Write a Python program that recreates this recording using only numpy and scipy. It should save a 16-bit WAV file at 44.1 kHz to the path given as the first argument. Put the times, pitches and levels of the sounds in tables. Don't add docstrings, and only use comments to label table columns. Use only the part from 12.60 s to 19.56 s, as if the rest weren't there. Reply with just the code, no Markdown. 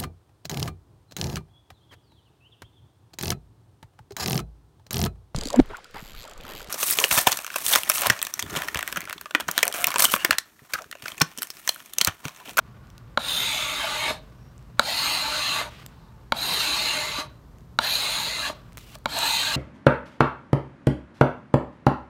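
import sys
import numpy as np
from scipy import signal
from scipy.fft import rfft, irfft
from scipy.io import wavfile
from scipy.ndimage import uniform_filter1d

SR = 44100
rng = np.random.default_rng(int(sys.argv[2]) if len(sys.argv) > 2 else 0)


def digitize_waveform(pressure):
    field = np.atleast_2d(pressure).T
    bounded = np.clip(field, -1, 1)
    quanta = np.round(bounded * 32767).astype(np.int16)
    wavfile.write(sys.argv[1], SR, quanta)


def elevation(decibels):
    levels = np.asarray(decibels, float)
    return 10 ** (levels / 20)


N = 306936

# start_s, end_s, first_db, last_db, bright_db
RUSTLES = [
    (0, 0.576, -58, -62.5, -4),
    (1.598, 2.183, -58.5, -67, 1),
    (2.169, 2.194, -57, -50, -1),
    (3.081, 3.268, -57, -56.5, 4),
    (3.269, 3.713, -55, -66.5, -1),
    (4.682, 5.168, -51.5, -78.5, -2.5),
    (5.938, 6.165, -51, -62, 0.5),
    (6.184, 6.362, -68, -71, 20.5),
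    (6.201, 6.364, -65, -48, 11),
    (6.342, 6.443, -53, -88, 18),
]
# low_hz, high_hz
CLOTH_BANDS = [(400, 2000), (2000, 5500), (5500, 15800)]
# start_s, end_s, pitch_hz, width_hz, level_db
SQUEAKS = [
    (1.75, 1.94, 5600, 350, -73.5),
    (0, 0.45, 1100, 46, -66.5),
    (.1, .5, 1460, 70, -69),
    (3.27, 3.7, 880, 80, -64),
    (3.08, 3.26, 2300, 3000, -52),
    (3.28, 3.55, 4000, 1200, -70),
]
# frequency_hz, density_db (per Hz)
SHOP_AIR = [(13, -39), (22, -21.5), (49, 5.5), (88, -4), (141, 0), (306, -14), (361, -15), (829, -23),
            (1030, -20), (2440, -36.5), (4020, -37), (10300, -44.5), (12900, -41), (15200, -45.5),
            (16500, -50.5)]
# pitch_hz, width_hz, level_db
MAINS_HUM = [(118.7, 6.9, -54), (163, 28, -66.5), (65.3, 15, -58.5)]
# frequency_hz, t60_s
ROOM_DECAY = [(200, 1), (1000, 0.23), (4000, 0.31), (9000, 0.13), (16000, 0.096)]
# start_s, peak_db, centre_hz, width_hz
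TICKS = [(0.271, -45, 4667, 2500), (0.302, -40.5, 3750, 2315), (0.38, -35, 2840, 3000),
         (1.6994, -54, 3950, 2700), (1.98, -42.5, 7280, 2315), (1.9924, -54, 2980, 2500),
         (2.0265, -49.5, 3560, 2315), (6.1728, -42.5, 1836, 1111), (6.444, -49, 10000, 4000),
         (6.507, -34, 9000, 5000), (3.263, -36, 3200, 2500), (6.329, -39, 2200, 1500),
         (6.1800, -29, 1836, 1111), (4.9344, -59, 3120, 2510), (4.985, -47, 1500, 1900),
         (5.008, -51, 4000, 2500), (6.123, -41.5, 1200, 1500), (6.354, -26, 3333, 2400),
         (6.386, -40, 9300, 2500)]
# start_s, peak_db, centre_hz, width_hz
SPLINTER = [
    (6.5882, -15, 2600, 3500),
    (6.5884, -16, 8000, 8000),
]
# start_s, peak_db
SHAVINGS = [
    (3.263, -28),
    (6.131, -39.5),
    (6.1728, -22),
    (6.1791, -29),
    (6.1874, -31),
]
# start_s, peak_db, crack_db, bright_db (per octave), place (0-1 along the handle)
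LANDINGS = [
    (0.5739, -9, -22, -1, .28),
    (2.1943, -4, -8, 0.5, 0.24),
    (3.721, -9, -14, -0.1, 0.42),
    (5.188, -6, -18, 1.5, .485),
    (6.4569, -12.5, -14.5, -1.2, 0.41),
]
# pitch_hz, width_hz, level_db
LANDING_MODES = [(248, 380, -14), (558, 60, -3), (903, 46, -2.5), (1056, 50, -3), (1387, 170, 1.6),
                 (2250, 92, -10.5), (2920, 98, -13), (3256, 150, -12), (3925, 208, -4.5), (4500, 180, -11),
                 (5620, 130, -25.5), (6840, 210, -22), (8560, 180, -32), (10500, 200, -28.5)]
# pitch_hz, width_hz, level_db
HANDLE_THUD = [(233.4, 23, -12), (935, 27, -9.5)]
# time_s, drag_db (on the blade), bite_db (into the wood)
STROKES = [
    [(0.585, -44, 7), (0.623, -39, -6), (0.691, -28.5, -11.5), (0.805, -26, -12), (1.113, -32, -1.5),
     (1.197, -33.5, 1.5), (1.505, -32.5, 2.5), (1.6, -74, 27)],
    [(2.205, -56, 32), (2.233, -37.5, -10), (2.273, -31, -2.5), (2.467, -24, -13), (2.655, -32.5, 0.5),
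     (2.867, -28.5, -6), (3.0, -31, 0.5), (3.1, -63, 24.5)],
    [(3.732, -66, 25), (3.77, -38, 1.5), (3.834, -29, -9), (3.94, -25.5, -9.5), (4.34, -29.5, -3.5),
     (4.546, -35, -1), (4.602, -33.5, 3.5), (4.68, -78, 30)],
    [(5.2, -49, 14), (5.234, -28.5, -7), (5.345, -25, -15), (5.39, -27.5, -9), (5.64, -29.5, -7.5),
     (5.754, -32.5, -7.5), (5.886, -33, 1.5), (5.94, -71, 30)],
    [(6.468, -78, 21), (6.492, -43.5, 0), (6.558, -32, 0), (6.668, -25, -8), (6.752, -24.5, -16.5),
     (6.856, -29, -4.5), (6.96, -30.5, 0.5)],
]
# early_hz, middle_hz, late_hz (chatter), ring_hz (upper ring), damping (by the palms)
GRIPS = [
    (3770, 3540, 4040, 8500, 1.25),
    (4300, 4120, 3870, 8700, 1.18),
    (4000, 4170, 3960, 8850, 0.99),
    (4030, 4030, 4090, 9260, 1.01),
    (4250, 4010, 4150, 7700, 0.99),
]
# pitch_hz, width_hz, start_db, middle_db, end_db
LOW_WOOD = [(285, 58, -11, -12, -16.5), (452, 85, -37.5, -27, -8.5), (627.5, 64, -30, -5, -0.5),
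            (750, 360, 9, -9.5, 1), (886, 100, -6.5, -0.5, -3), (1160, 120, -7.5, 1, 3),
            (1378, 256, 3.5, -2, -1), (1681, 130, 2, -9.5, -5.5)]
HIGH_WOOD = [(1750, 113, -12, -13, -11), (2064, 81, -12, 1.5, -2.5), (2582, 330, -11, 4.5, -1.5),
             (2763, 283, 0, 9.5, -8), (3154, 200, 1.5, 3.5, -8)]
BLADE_MODES = [(5670, 740, -2, -16, -19), (5690, 130, -19, -24, -12), (6575, 1110, -1.5, 9, 12),
               (7400, 620, -19.5, -11, -2), (9100, 1900, 1.5, 5, 2), (12100, 1180, 1.5, 0.5, -26),
               (14300, 1400, -7.5, -4, -10)]
# frequency_hz, density_db (per Hz)
TEARING = [(88, -41.5), (150, -14), (475, -14), (905, -5.5), (1900, -8), (3920, -5), (5360, -14),
           (12400, -18.5), (16000, -33)]
# start_s, end_s, from_hz, to_hz, level_db
SINGING = [(.75, 1.02, 2060, 2230, -37.5), (0.82, 1.38, 2300, 2150, -38), (1.37, 1.53, 2160, 2250, -32.5),
           (1.18, 1.3, 3200, 3000, -38), (1.22, 1.3, 696, 586, -36.5), (2.3, 2.52, 1940, 2200, -39.5),
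           (2.44, 2.58, 2300, 2950, -35), (2.77, 2.9, 2460, 2910, -33.5), (2.74, 3.04, 1163, 1150, -35.5),
           (3.95, 4.45, 2550, 2730, -39), (4.2, 4.55, 2220, 2070, -39), (5.21, 5.31, 1630, 1880, -37),
           (5.63, 5.81, 2000, 2060, -38.5), (5.81, 5.89, 1720, 1660, -33.5), (5.25, 5.62, 2620, 2500, -43),
           (6.52, 6.84, 926, 890, -34), (6.8, 6.96, 1540, 1660, -35), (6.58, 6.95, 2560, 2550, -39)]
# start_s, peak_db, low_db (share of the lowest mode)
RIDGES = [
    (1.507, -16, -8.5),
    (3.012, -19, -16),
    (4.585, -26, 5),
    (5.898, -18.5, -8),
    (6.355, -33.5, -6),
]
# centre_hz, width_hz, depth (0-1)
PORT_DIPS = [(10400, 500, .45), (13600, 700, .2)]
# low_hz, high_hz
MIC_BAND = (38, 15800)


def evened(x):
    return x / np.sqrt(np.mean(x ** 2) + 1e-20)


def add(mix, s, sound):
    part = mix[round(s * SR):][:len(sound)]
    part += sound[:len(part)]


def read(points, hz):
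    f, value = np.transpose(points)
    return np.interp(np.log(hz + 1), np.log(f + 1), value)


def coloured(x, spectrum):
    hz = np.fft.rfftfreq(len(x), 1 / SR)
    return evened(irfft(rfft(x) * elevation(read(spectrum, hz)), len(x)))


def resonate(x, hz, width):
    turn = np.exp(2j * np.pi * np.cumsum(hz * np.ones(len(x))) / SR)
    r = np.exp(-np.pi * abs(width) / SR)
    return 2 * (turn * signal.lfilter([1 - r], [1, -r], x / turn + 1e-18)).real


def drift(n, per_s):
    t = np.arange(0, n + 64, 64) / SR
    speeds = np.geomspace(per_s / 8, per_s, 12)
    slow = sum(np.sin(2 * np.pi * (f * t + rng.random())) for f in speeds)
    return np.interp(np.arange(n) / SR, t, evened(slow))


def shop():
    air = elevation(-49 + 0.25 * drift(N, 6.5)) * coloured(rng.standard_normal(N), SHOP_AIR)
    return air + sum(elevation(db) * evened(resonate(rng.standard_normal(N), hz, w)) for hz, w, db in MAINS_HUM)


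def rustle(start, end, first_db, last_db, bright_db):
    t = np.arange(start, end, 1 / SR)
    quiet_end = end if first_db > last_db else start
    swing = (abs(t - quiet_end) / (end - start)) ** 4.1
    level_db = min(first_db, last_db) + abs(first_db - last_db) * swing + 1.8 * drift(len(t), 80)
    shares_db = [0, -8 + bright_db, -16.5 + 1.3 * bright_db]
    grains = rng.standard_normal((3, len(t))) * elevation(.9 * drift(len(t), 90))
    parts = []
    for band, grain in zip(CLOTH_BANDS, grains):
        sos = signal.butter(2, band, "bandpass", fs=SR, output="sos")
        parts.append(evened(signal.sosfilt(sos, grain)))
    parts[1] = evened(parts[1] + 1.3 * resonate(parts[1], 2700, 700))
    parts[0] = evened(parts[0] + 2.2 * resonate(parts[0], 1160, 90) + 1.1 * resonate(parts[0], 1450, 120))
    cloth = sum(elevation(level_db + db) * p for db, p in zip(shares_db, parts))
    return start, cloth * signal.windows.tukey(len(t), .12)


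def squeak(start, end, hz, width, db):
    n = round((end - start) * SR)
    whistle = resonate(resonate(rng.standard_normal(n), hz, width), hz, width)
    return start, elevation(db) * evened(whistle) * signal.windows.tukey(n, .5)


def tick(peak_db, hz, width):
    t = np.arange(2000) / SR
    spray = (4 * (t == 0) + rng.standard_normal(len(t))) * elevation(-60 * t / .006)
    burst = resonate(spray, hz, width)
    return elevation(peak_db + 4.0) * burst / abs(burst).max()


def shaving(peak_db):
    return tick(peak_db, hz=6000, width=11000)


def struck(bright_db, place):
    return [(hz, w, db + bright_db * np.log2(hz / 1018) + 3 * np.cos(2 * np.pi * place * k))
            for k, (hz, w, db) in enumerate(LANDING_MODES)]


def damped(hz, width, t):
    return np.exp(-np.pi * width * t) * np.sin(2 * np.pi * hz * t)


def knock(peak_db, crack_db, modes):
    t = np.arange(3000) / SR
    ring = sum(w * elevation(db) * damped(hz, 1.2 * w, t) for hz, w, db in modes)
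    ring = ring * (1 - np.exp(-(t / 0.00099) ** 2))
    crack = resonate(rng.standard_normal(len(t)), 7000, 6000)
    crack = crack * elevation(crack_db - 60 * t / 0.0078) * np.minimum(t / 0.00066, 1) ** 2
    return elevation(peak_db + 4.0) * (ring / abs(ring).max() + crack)


def mottled(x, patchy_db):
    z = signal.stft(x, nperseg=1024, noverlap=768)[2]
    patches = uniform_filter1d(rng.standard_normal(z.shape), size=4, axis=0)
    patches = evened(uniform_filter1d(patches, size=12, axis=1))
    return evened(signal.istft(z * elevation(patchy_db * patches), nperseg=1024, noverlap=768)[1][:len(x)])


def body(slips, modes, wander_db, moved={}):
    n = len(slips)
    way = np.arange(n) / SR / .9
    shares = [elevation(np.interp(way, [0, .5, 1], db) + wander_db * drift(n, 12.37)) for _, _, *db in modes]
    paths = [moved.get(k, hz) * (1 + .009 * drift(n, 5)) for k, (hz, *_) in enumerate(modes)]
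    total = 0
    for share, hz, (_, w, *_) in zip(shares, paths, modes):
        total = total + share * evened(resonate(resonate(slips, hz, 1.01 * w), hz, 0.96 * w))
    return total / np.sqrt(sum(s ** 2 for s in shares))


def fibre_slips(n):
    size = elevation(2. * np.minimum(rng.exponential(1, n), 4)) * rng.standard_normal(n)
    happens = rng.random(n) < 12000 / SR
    return mottled(size * happens * elevation(0.55 * drift(n, 200)), patchy_db=2.5)


def stroke(rows, grip):
    s, *columns = np.transpose(rows)
    t = np.arange(s[0], s[-1], 1 / SR)
    n = len(t)
    chatter_db, bite_db = (np.interp(t, s, c) for c in columns)
    way = (t - s[0]) / (s[-1] - s[0])
    drag_db = chatter_db + 30
    high_db = -5.5 + .3 * bite_db + 0.12 * drag_db + 4.5 * way
    hiss_db = -4 - 0.2 * bite_db - 0.12 * drag_db
    *chatter_hz, ring_hz, damping = grip
    hz = np.interp(way, [0, .5, 1], chatter_hz)
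    ring_hz, top_hz = (f * (1 + 0.032 * drift(n, 6)) for f in (ring_hz, 12200))
    slips = fibre_slips(n)
    chatter = resonate(resonate(slips, hz, 600 * damping), hz * 0.99, 670 * damping)
    chatter = evened(chatter + .5 * resonate(slips, hz, 250 * damping))
    wood = elevation(bite_db - 2.0) * body(slips, LOW_WOOD, 2.45) + elevation(high_db - 1.0) * body(slips, HIGH_WOOD, 2.7)
    edge = elevation(hiss_db - 5.0) * body(slips, BLADE_MODES, 1.6, moved={4: ring_hz, 5: top_hz})
    torn = coloured(mottled(rng.standard_normal(n), patchy_db=4.5), TEARING)
    sound = chatter + wood + edge + elevation(.5 * (bite_db + hiss_db) + 2.0) * torn
    depth = np.clip(.75 + .35 * drift(n, 9), 0, 1)
    sound = sound - depth * resonate(sound, 13500, 1100)
    return s[0], elevation(chatter_db) * sound * signal.windows.tukey(n, .02)


def singing(start, end, from_hz, to_hz, db):
    n = round((end - start) * SR)
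    hz, width = np.linspace(from_hz, to_hz, n), 40 + .06 * from_hz
    ring = resonate(resonate(rng.standard_normal(n), hz, width), hz, width)
    return start, elevation(db) * evened(ring) * signal.windows.tukey(n, .6)


def ridge_bump(peak_db, low_db):
    t = np.arange(3000) / SR
    ring = 0
    for k, (hz, w, *_, end_db) in enumerate(LOW_WOOD):
        lowest_db = 16.0 + low_db if k == 0 else 0
        ring = ring + elevation(end_db + lowest_db) * damped(hz, 1.1 * w, t)
    ring = ring * np.minimum(t / 0.0021, 1)
    return elevation(peak_db) * ring / abs(ring).max()


def room(x):
    taps = rng.standard_normal(SR // 2) * (np.arange(SR // 2) > 350)
    hz, t, z = signal.stft(taps, SR, nperseg=256)
    tail = signal.istft(z * elevation(-60 * t / read(ROOM_DECAY, hz)[:, None]), SR, nperseg=256)[1]
    return signal.fftconvolve(x, tail / np.linalg.norm(tail))[:N]


def scene():
    work, near = np.zeros(N), np.zeros(N)
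    for row in RUSTLES:
        add(near, *rustle(*row))
    for row in SQUEAKS:
        add(near, *squeak(*row))
    for s, *shape in TICKS + SPLINTER:
        add(work, s, tick(*shape))
    for s, peak_db in SHAVINGS:
        add(work, s, shaving(peak_db))
    for s, peak_db, crack_db, *spot in LANDINGS:
        add(work, s, knock(peak_db, crack_db, struck(*spot) + HANDLE_THUD))
    for rows, grip in zip(STROKES, GRIPS):
        add(work, *stroke(rows, grip))
    for row in SINGING:
        add(work, *singing(*row))
    for s, *shape in RIDGES:
        add(work, s, ridge_bump(*shape))
    return (work + elevation(-17.5) * room(work) + near + shop())[None]


def roll_off(x):
    return signal.sosfilt(signal.butter(12, 17010, fs=SR, output="sos"), x)


def record(dry):
    hz = np.fft.rfftfreq(N, 1 / SR)
    low_hz, high_hz = MIC_BAND
    gain = 1 / np.sqrt((1 + (low_hz / (hz + 1)) ** 10) * (1 + (hz / high_hz) ** 600))
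    for centre_hz, width, depth in PORT_DIPS:
        gain = gain * (1 - np.clip(depth, 0, 1) * np.exp(-((hz - centre_hz) / width) ** 2))
    mix = irfft(rfft(dry) * gain, N)
    return roll_off(mix)


dry = scene()
out = record(dry)
digitize_waveform(out)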